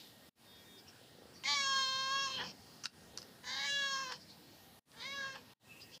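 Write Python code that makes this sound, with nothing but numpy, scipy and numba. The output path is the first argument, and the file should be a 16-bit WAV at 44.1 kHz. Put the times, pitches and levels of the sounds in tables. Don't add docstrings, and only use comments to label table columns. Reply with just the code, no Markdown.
import sys
import numpy as np
from scipy import signal
from scipy.fft import rfft, irfft
from scipy.io import wavfile
from scipy.ndimage import uniform_filter1d
from numba import njit

SR = 44100
rng = np.random.default_rng(int(sys.argv[2]) if len(sys.argv) > 2 else 0)


def store_pcm(level_fs):
    pcm = np.round(np.clip(level_fs, -1, 1) * 32767).astype(np.int16)
    wavfile.write(sys.argv[1], SR, np.atleast_2d(pcm).T)


N = 264600
T = np.arange(N) / SR

# time in seconds, pitch in Hz, level of the first, second and third ring
# and of the treble rings in dB, tilt of the treble in dB per octave.
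MEOW_CURVES = [
    [(1.436, 525.6, -60, -56, -63, -52.5, 6), (1.456, 523.4, -58, -75, -36, -48.5, 4),
     (1.484, 570, -47.5, -49, -41.5, -39, 1), (1.528, 576, -48, -53, -42, -37.5, 0),
     (1.574, 562.6, -42.5, -52, -40.5, -44.5, 1), (1.646, 545.3, -41, -42, -48.5, -44.5, 2),
     (1.8, 536.8, -38.5, -41.5, -59, -42, -2), (1.864, 527.8, -41.5, -49, -54, -45, -0.5),
     (2.064, 534.2, -40, -47, -53, -45, -6), (2.162, 548, -37, -41.5, -53, -44, -8),
     (2.244, 545, -40.5, -44, -50, -44, -1.5), (2.292, 536.5, -43.5, -61, -51.5, -51.5, 2),
     (2.362, 530.8, -57, -59, -53.5, -49, -12), (2.41, 470.7, -53, -43, -60, -51.5, -7),
     (2.45, 501, -56.5, -60, -57.5, -55, 6), (2.52, 462, -81, -75, -63, -62.5, 10)],
    [(3.43, 492.7, -73, -64, -84, -71, 10), (3.478, 511.2, -62, -52, -52, -52, 11),
     (3.552, 531.3, -55, -50, -54, -48.5, 2), (3.654, 561.3, -54, -46, -45.5, -45, 0),
     (3.732, 565.4, -84, -41.5, -53, -46.5, -5.5), (3.848, 553, -46, -41, -58, -43.5, -11),
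     (3.94, 541.5, -43, -44.5, -62, -46, 2.5), (4.028, 533.7, -44.5, -48, -54.5, -51, 4.5),
     (4.06, 515.5, -51, -54.5, -54.5, -54.5, 2), (4.132, 488.3, -55.5, -52, -73, -55.5, -1),
     (4.17, 504, -85, -95, -71, -64.5, 1)],
    [(4.93, 420, -77, -69, -90, -78, -2), (5.018, 478.6, -62, -60, -58, -53, -1),
     (5.064, 539, -56.5, -62.5, -46, -55.5, -2), (5.144, 560.7, -50, -55.5, -53.5, -53, -7),
     (5.208, 545.8, -55.5, -41, -81, -57, 3), (5.262, 542.4, -50, -44.5, -55, -56.5, -4),
     (5.32, 529, -61, -54.5, -64, -57.5, 0), (5.364, 533, -56, -54, -65, -62.5, -10),
     (5.42, 459.4, -98, -94, -74, -80, 3)],
]
# raspy from, clear from,
# settling time, tired from and creak from in seconds, strong-weak alternation (0-1) of the opening and of
# the tired note, roughness (0-1) of the same two, lag of the mouth's opening behind the voice in seconds.
MEOW_STAGES = [(1.48, 1.575, .04, 2.26, 2.365, .65, .3, .15, .22, .06),
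               (3.61, 3.71, .06, 3.94, 4.08, .65, .06, .29, .16, .01),
               (5.02, 5.07, .04, 5.17, 5.33, .1, .04, .33, .15, .08)]
THROAT_WIDTHS_HZ = [205, 151, 304, 302, 424, 426, 797, 1270, 1570]
# time in seconds, level in dB.
PURR_CURVE = [(0.94, -86), (1.02, -67), (1.1, -80), (1.18, -64.5), (1.26, -63.5), (1.33, -68.5),
              (1.36, -99)]
# start in seconds, peak in dB, ring in Hz, burst t60 in seconds.
SMACK_CLICKS = [(1.437, -36, 3000, 0.008), (2.837, -35.5, 5450, 0.033), (2.8426, -34, 5960, 0.035),
                (2.851, -36.5, 4910, 0.03), (2.8561, -24, 4350, 0.013), (2.865, -41, 5140, 0.0097),
                (2.867, -38, 4980, 0.011), (3.1747, -27.5, 5040, 0.0089), (3.1844, -35, 5030, 0.016),
                (3.218, -38.5, 4960, 0.016), (3.228, -41.5, 5030, 0.016), (3.442, -42, 1600, 0.015),
                (4.1203, -34, 3540, 0.012), (4.123, -31, 4810, 0.011), (4.9168, -46, 4448, 0.0085),
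                (5.3554, -40, 3200, 0.015)]
# centre in Hz, width in Hz, level against the main ring in dB.
MOUTH_RINGS = [(1390, 800, -4.5), (2830, 380, -4.5), (6950, 980, -18)]
# centre time in seconds, length in seconds, centre in Hz, width in Hz, level at the height in dB.
BREATHY_SOUNDS = [(0.0, 0.18, 3700, 2400, -57), (0.792, 0.034, 4940, 890, -62),
                  (0.891, 0.033, 5420, 794, -60), (0.886, 0.041, 2840, 600, -63),
                  (1.362, 0.043, 5600, 700, -62), (1.383, 0.15, 4580, 400, -64.5),
                  (2.761, 0.3, 4700, 1500, -65), (3.705, 0.093, 8460, 596, -64),
                  (4.219, 0.055, 4900, 1199, -59.5), (4.311, 0.059, 4340, 1500, -57.5),
                  (4.509, .15, 4440, 810, -68.5), (5.508, 0.052, 2780, 200, -70),
                  (5.726, 0.1, 2610, 220, -61.5), (5.845, 0.23, 2680, 300, -64.5),
                  (5.813, 0.025, 4200, 2540, -57), (5.825, 0.042, 4980, 600, -58),
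                  (5.944, 0.052, 4930, 1800, -59), (5.953, 0.047, 3220, 394, -59)]
# start in seconds, end in seconds, pitch in Hz, pitch wander in Hz,
# amplitude in dB.
BRIEF_WHISTLES = [(.45, .62, 3661, 10, -63), (.64, .81, 3661, 10, -64), (.47, .65, 3330, 10, -65),
                  (.68, .82, 3330, 10, -67), (.55, .9, 2330, 20, -75)]
# centre in Hz, width in Hz, level in dB.
STEADY_WHISTLES = [(1866, 31, -77), (1618, 29, -83.5), (10850, 180, -87.5)]
# frequency in Hz, relative density in dB per Hz.
ROOM_SHAPE = [(15, -48), (25, -41), (79, -3.5), (227, 0.5), (349, -7), (598, -5.5), (666, -28), (804, -1),
              (945, -10.5), (1450, -14), (1800, -11), (2010, -17), (4620, -10.5), (6380, -20.5),
              (15500, -20.5)]
# centre time in seconds, length in seconds, rise in dB.
BASS_SWELLS = [(2.202, 2.27, 4), (2.43, 0.17, 8.5), (3.096, 0.29, 4), (3.828, 1, 3), (5.197, 0.49, 3.5),
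               (5.85, .3, 3)]
# start of the hold in seconds, depth in dB.
LEVEL_DROPS = [(0.299, -34), (2.874, -8), (4.799, -34.5), (5.541, -34.5), (5.984, -26)]

FIRST_HZ, SECOND_HZ, NOSE_HZ, PALATE_HZ, LIP_HZ, MOUTH_EDGE_HZ = 1095, 1686, 844, 3135, 6415, 9260
BOUNCE_GAIN, BOUNCE_S, BOUNCE_DRIFT_S = .3, .0009, .00006

ONSET_HALVES, ONSET_ROUGH = .35, .38
HELD_HALVES, HELD_ROUGH = .02, .04
CREAK_HALVES, CREAK_ROUGH, CHANGE_S = .5, .5, .02

THIRD_HZ, FOURTH_HZ, TOP_RING_HZ = (2140, 2695, 2590), (3890, 4027, 4150), (4740, 5340, 5100)
CHEST_DB = (-64.5, -58, -55.5)
NOSE_RE_EFFORT_DB = (-11.5, -40, -8.5)
PALATE_RE_TREBLE_DB, FOURTH_RE_TREBLE_DB = (-5, -2.5, 0.5), (0, 0.5, -5.5)
TOP_RE_TREBLE_DB, LIP_RE_TREBLE_DB = (-2.5, -4.5, 1.5), (-10, -5, -28)
FULL_EFFORT_DB, CHEST_FOLLOWS = -38, 0.32
PATCHY_DB, PATCHY_PER_S = 1.8, 14

PURR_PULSE_S, PURR_PULSES_PER_S = 0.84, 28.93
TILES_T60_S, TILES_DB, TILES_GAP_S = 0.15, -9.5, 0.0053
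ROOM_DB = -59.5
DROP_FALL_S, DROP_HOLD_S, DROP_BACK_S, TOP_HZ = 0.0068, 0.056, 0.031, 15500


def undb(db):
    return 10 ** (np.asarray(db) / 20)


def level(x, db):
    return x * undb(db) / np.sqrt(np.mean(x ** 2))


@njit
def svf(x, hz, width):
    y, band_state, low_state = np.empty(len(x)), 0., 0.
    for i in range(len(x)):
        g, k = np.tan(np.pi * hz[i] / SR), width / hz[i]
        v = (band_state + g * (x[i] - low_state)) / (1 + g * (g + k))
        band_state = 2 * v - band_state
        low_state += 2 * g * v
        y[i] = k * v
    return y


def ring_twice(x, hz, width_hz):
    centre_hz = hz + np.zeros(len(x))
    return svf(svf(x, centre_hz, float(width_hz)), centre_hz, float(width_hz))


def hiss(hz, width_hz, size):
    return level(ring_twice(rng.standard_normal(size), hz, width_hz), 0)


def walk(per_s, size=N):
    hold = max(int(SR / per_s), 1)
    steps = np.repeat(rng.standard_normal(size // hold + 1), hold)
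    return 1.278 * uniform_filter1d(uniform_filter1d(steps, hold), hold)[:size]


def add(out, start_s, x):
    i = int(start_s * SR)
    out[i:i + len(x)] += x[:N - i]


def fold_pulses(t, hz, halves, rough):
    size = len(t)
    jitter = (0.0036 + 0.125 * rough ** 2) * walk(180, size)
    pair_phase = np.pi * np.cumsum(hz * (1 + jitter)) / SR
    pulses = sum((halves if k % 2 else 1) * np.cos(k * pair_phase) for k in range(1, 33)) / 4
    pulses = pulses * undb((-1.0 + 5.8 * rough) * walk(120, size))
    puffs = (1 + np.cos(2 * pair_phase)) * rng.standard_normal(size)
    source = np.sqrt(np.clip(1 - 1.3 * rough, 0, 1)) * pulses + 1.16 * (0.0066 + rough) * puffs
    return signal.sosfilt(signal.butter(8, MOUTH_EDGE_HZ, fs=SR, output="sos"), source)


def tile_bounce(source):
    i = np.arange(len(source))
    lag = SR * (BOUNCE_S + BOUNCE_DRIFT_S * walk(6.23, len(source)))
    return source + BOUNCE_GAIN * np.interp(i - lag, i, source)


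def meow(rows, raspy_s, clear_s, settle_s, tired_s, creak_s, rasp_halves, tired_halves,
         rasp_rough, tired_rough, mouth_lag_s):
    s, *columns = np.transpose(rows)
    t = np.arange(s[0], s[-1], 1 / SR)
    hz, first_db, second_db, third_db, treble_db, tilt_db = (np.interp(t, s, c) for c in columns)

    settle_from_s, creak_full_s = clear_s - settle_s, creak_s + CHANGE_S
    times = s[0], raspy_s, settle_from_s, clear_s, tired_s, tired_s + CHANGE_S, creak_s, creak_full_s
    halves = np.interp(t, times, (ONSET_HALVES, rasp_halves, rasp_halves, HELD_HALVES, HELD_HALVES,
                                  tired_halves, tired_halves, CREAK_HALVES))
    rough = np.interp(t, times, (ONSET_ROUGH, rasp_rough, rasp_rough, HELD_ROUGH, HELD_ROUGH,
                                 tired_rough, tired_rough, CREAK_ROUGH))
    source = tile_bounce(fold_pulses(t, hz, halves, rough))

    def staged(values, lag_s=0):
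        opening, held, closing = values
        stage_times = settle_from_s + lag_s, clear_s + lag_s, creak_s, creak_full_s
        return np.interp(t, stage_times, (opening, held, held, closing))

    fourth_hz, top_hz = staged(FOURTH_HZ), staged(TOP_RING_HZ)

    def treble(offset_db, ring_hz):
        tilted_db = tilt_db * np.log2(ring_hz / fourth_hz)
        return treble_db + staged(offset_db) + tilted_db + PATCHY_DB * walk(PATCHY_PER_S, len(t))

    effort_db = 10 * np.log10(undb(2 * first_db) + undb(2 * second_db) + undb(2 * treble_db))
    chest_db = staged(CHEST_DB) + CHEST_FOLLOWS * (effort_db - FULL_EFFORT_DB)
    fourth_db = treble(FOURTH_RE_TREBLE_DB, fourth_hz)
    rings = [(hz, chest_db),
             (NOSE_HZ, effort_db + staged(NOSE_RE_EFFORT_DB)),
             (FIRST_HZ, first_db),
             (SECOND_HZ, second_db),
             (staged(THIRD_HZ, mouth_lag_s), third_db),
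             (PALATE_HZ, treble(PALATE_RE_TREBLE_DB, PALATE_HZ)),
             (fourth_hz, fourth_db),
             (top_hz, treble(TOP_RE_TREBLE_DB, top_hz)),
             (LIP_HZ, treble(LIP_RE_TREBLE_DB, LIP_HZ))]
    out = undb(fourth_db - 26) * rng.standard_normal(len(t))
    for k, ((ring_hz, ring_db), width_hz) in enumerate(zip(rings, THROAT_WIDTHS_HZ)):
        ring = ring_twice(source, ring_hz, width_hz)
        ring = ring / np.sqrt(uniform_filter1d(ring ** 2, size=1500) + 1e-9)
        out = out + (-1) ** k * undb(ring_db) * ring
    return out * np.clip(np.minimum(t - s[0], s[-1] - t) / .002, 0, 1)


def purr():
    beats = np.diff(np.floor((T - PURR_PULSE_S) * PURR_PULSES_PER_S), prepend=0) > 0
    thump = level(ring_twice(beats * 1., 460, 250), 0)
    s, db = np.transpose(PURR_CURVE)
    return thump * undb(np.interp(T, s, db)) * (T > s[0]) * (T < s[-1])


def smacks():
    out, t = np.zeros(N), T[:1500]
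    for start_s, peak_db, hz, t60_s in SMACK_CLICKS:
        burst = rng.standard_normal(len(t)) * np.exp(-np.log(1000) * t / t60_s)
        rings = [(hz, 2000, 0)] + MOUTH_RINGS
        click = sum(undb(db) * ring_twice(burst, f, width_hz) for f, width_hz, db in rings)
        add(out, start_s, undb(peak_db) * click / np.abs(click).max())
    return out


def sniffs_and_squeaks():
    out = np.zeros(N)
    for centre_s, length_s, hz, width_hz, db in BREATHY_SOUNDS:
        t = T[max(int((centre_s - .3) * SR), 0):int((centre_s + .3) * SR)]
        noise = hiss(hz, width_hz, len(t)) * undb(2.5 * walk(60, len(t)))
        add(out, t[0], undb(db) * noise * np.exp(-(2 * (t - centre_s) / length_s) ** 2))
    return out


def tile_echo(cat):
    t = T[:SR // 2]
    tail = rng.standard_normal(len(t)) * np.exp(-np.log(1000) * t / TILES_T60_S) * (t > TILES_GAP_S)
    return signal.fftconvolve(cat, level(tail, TILES_DB) / np.sqrt(len(t)))[:N]


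def whistles():
    out = sum(undb(db) * hiss(hz, width_hz, N) for hz, width_hz, db in STEADY_WHISTLES)
    for start_s, end_s, hz, wander_hz, db in BRIEF_WHISTLES:
        size = int((end_s - start_s) * SR)
        tone = np.sin(2 * np.pi * np.cumsum(hz + wander_hz * walk(93, size)) / SR)
        fade = signal.windows.tukey(size, .25)
        add(out, start_s, undb(db + 1.5 * walk(25, size)) * tone * fade)
    return out


def slice_of_noise(hz):
    thirds = 3 * np.log2(np.fft.rfftfreq(N, 1 / SR) / hz + 1e-9)
    weight = np.cos(np.clip(thirds, -1, 1) * np.pi / 2)
    return level(irfft(rfft(rng.standard_normal(N)) * weight, N), 0)


def room():
    out, (shape_hz, shape_db) = 0, np.transpose(ROOM_SHAPE)
    swell_db = sum(db * np.exp(-(2 * (T - s) / length_s) ** 2) for s, length_s, db in BASS_SWELLS)
    for hz in 30 * 2 ** (np.arange(28) / 3):
        band_db = np.interp(np.log(hz), np.log(shape_hz), shape_db) + 10 * np.log10(hz)
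        swell_share = np.exp(-np.log(hz / 190) ** 2 / 3.7)
        out = out + undb(band_db + swell_share * swell_db + 2.06 * walk(9)) * slice_of_noise(hz)
    return level(out, ROOM_DB)


def scene():
    cat = purr() + smacks() + sniffs_and_squeaks()
    for rows, stages in zip(MEOW_CURVES, MEOW_STAGES):
        add(cat, rows[0][0], meow(rows, *stages))
    return (cat + tile_echo(cat) + whistles() + room())[None]


def record(dry):
    db = 0
    for start_s, depth_db in LEVEL_DROPS:
        after_s = T - start_s - DROP_HOLD_S
        creep = 0.66 * np.exp(-np.maximum(after_s, 0) / DROP_BACK_S)
        back = np.where(T < start_s + DROP_HOLD_S, 1, creep)
        db = db + depth_db * back * np.clip((T - start_s) / DROP_FALL_S + 1, 0, 1)
    return signal.sosfilt(signal.ellip(10, .2, 60, TOP_HZ, fs=SR, output="sos"), dry * undb(db))


dry = scene()
out = record(dry)
store_pcm(out)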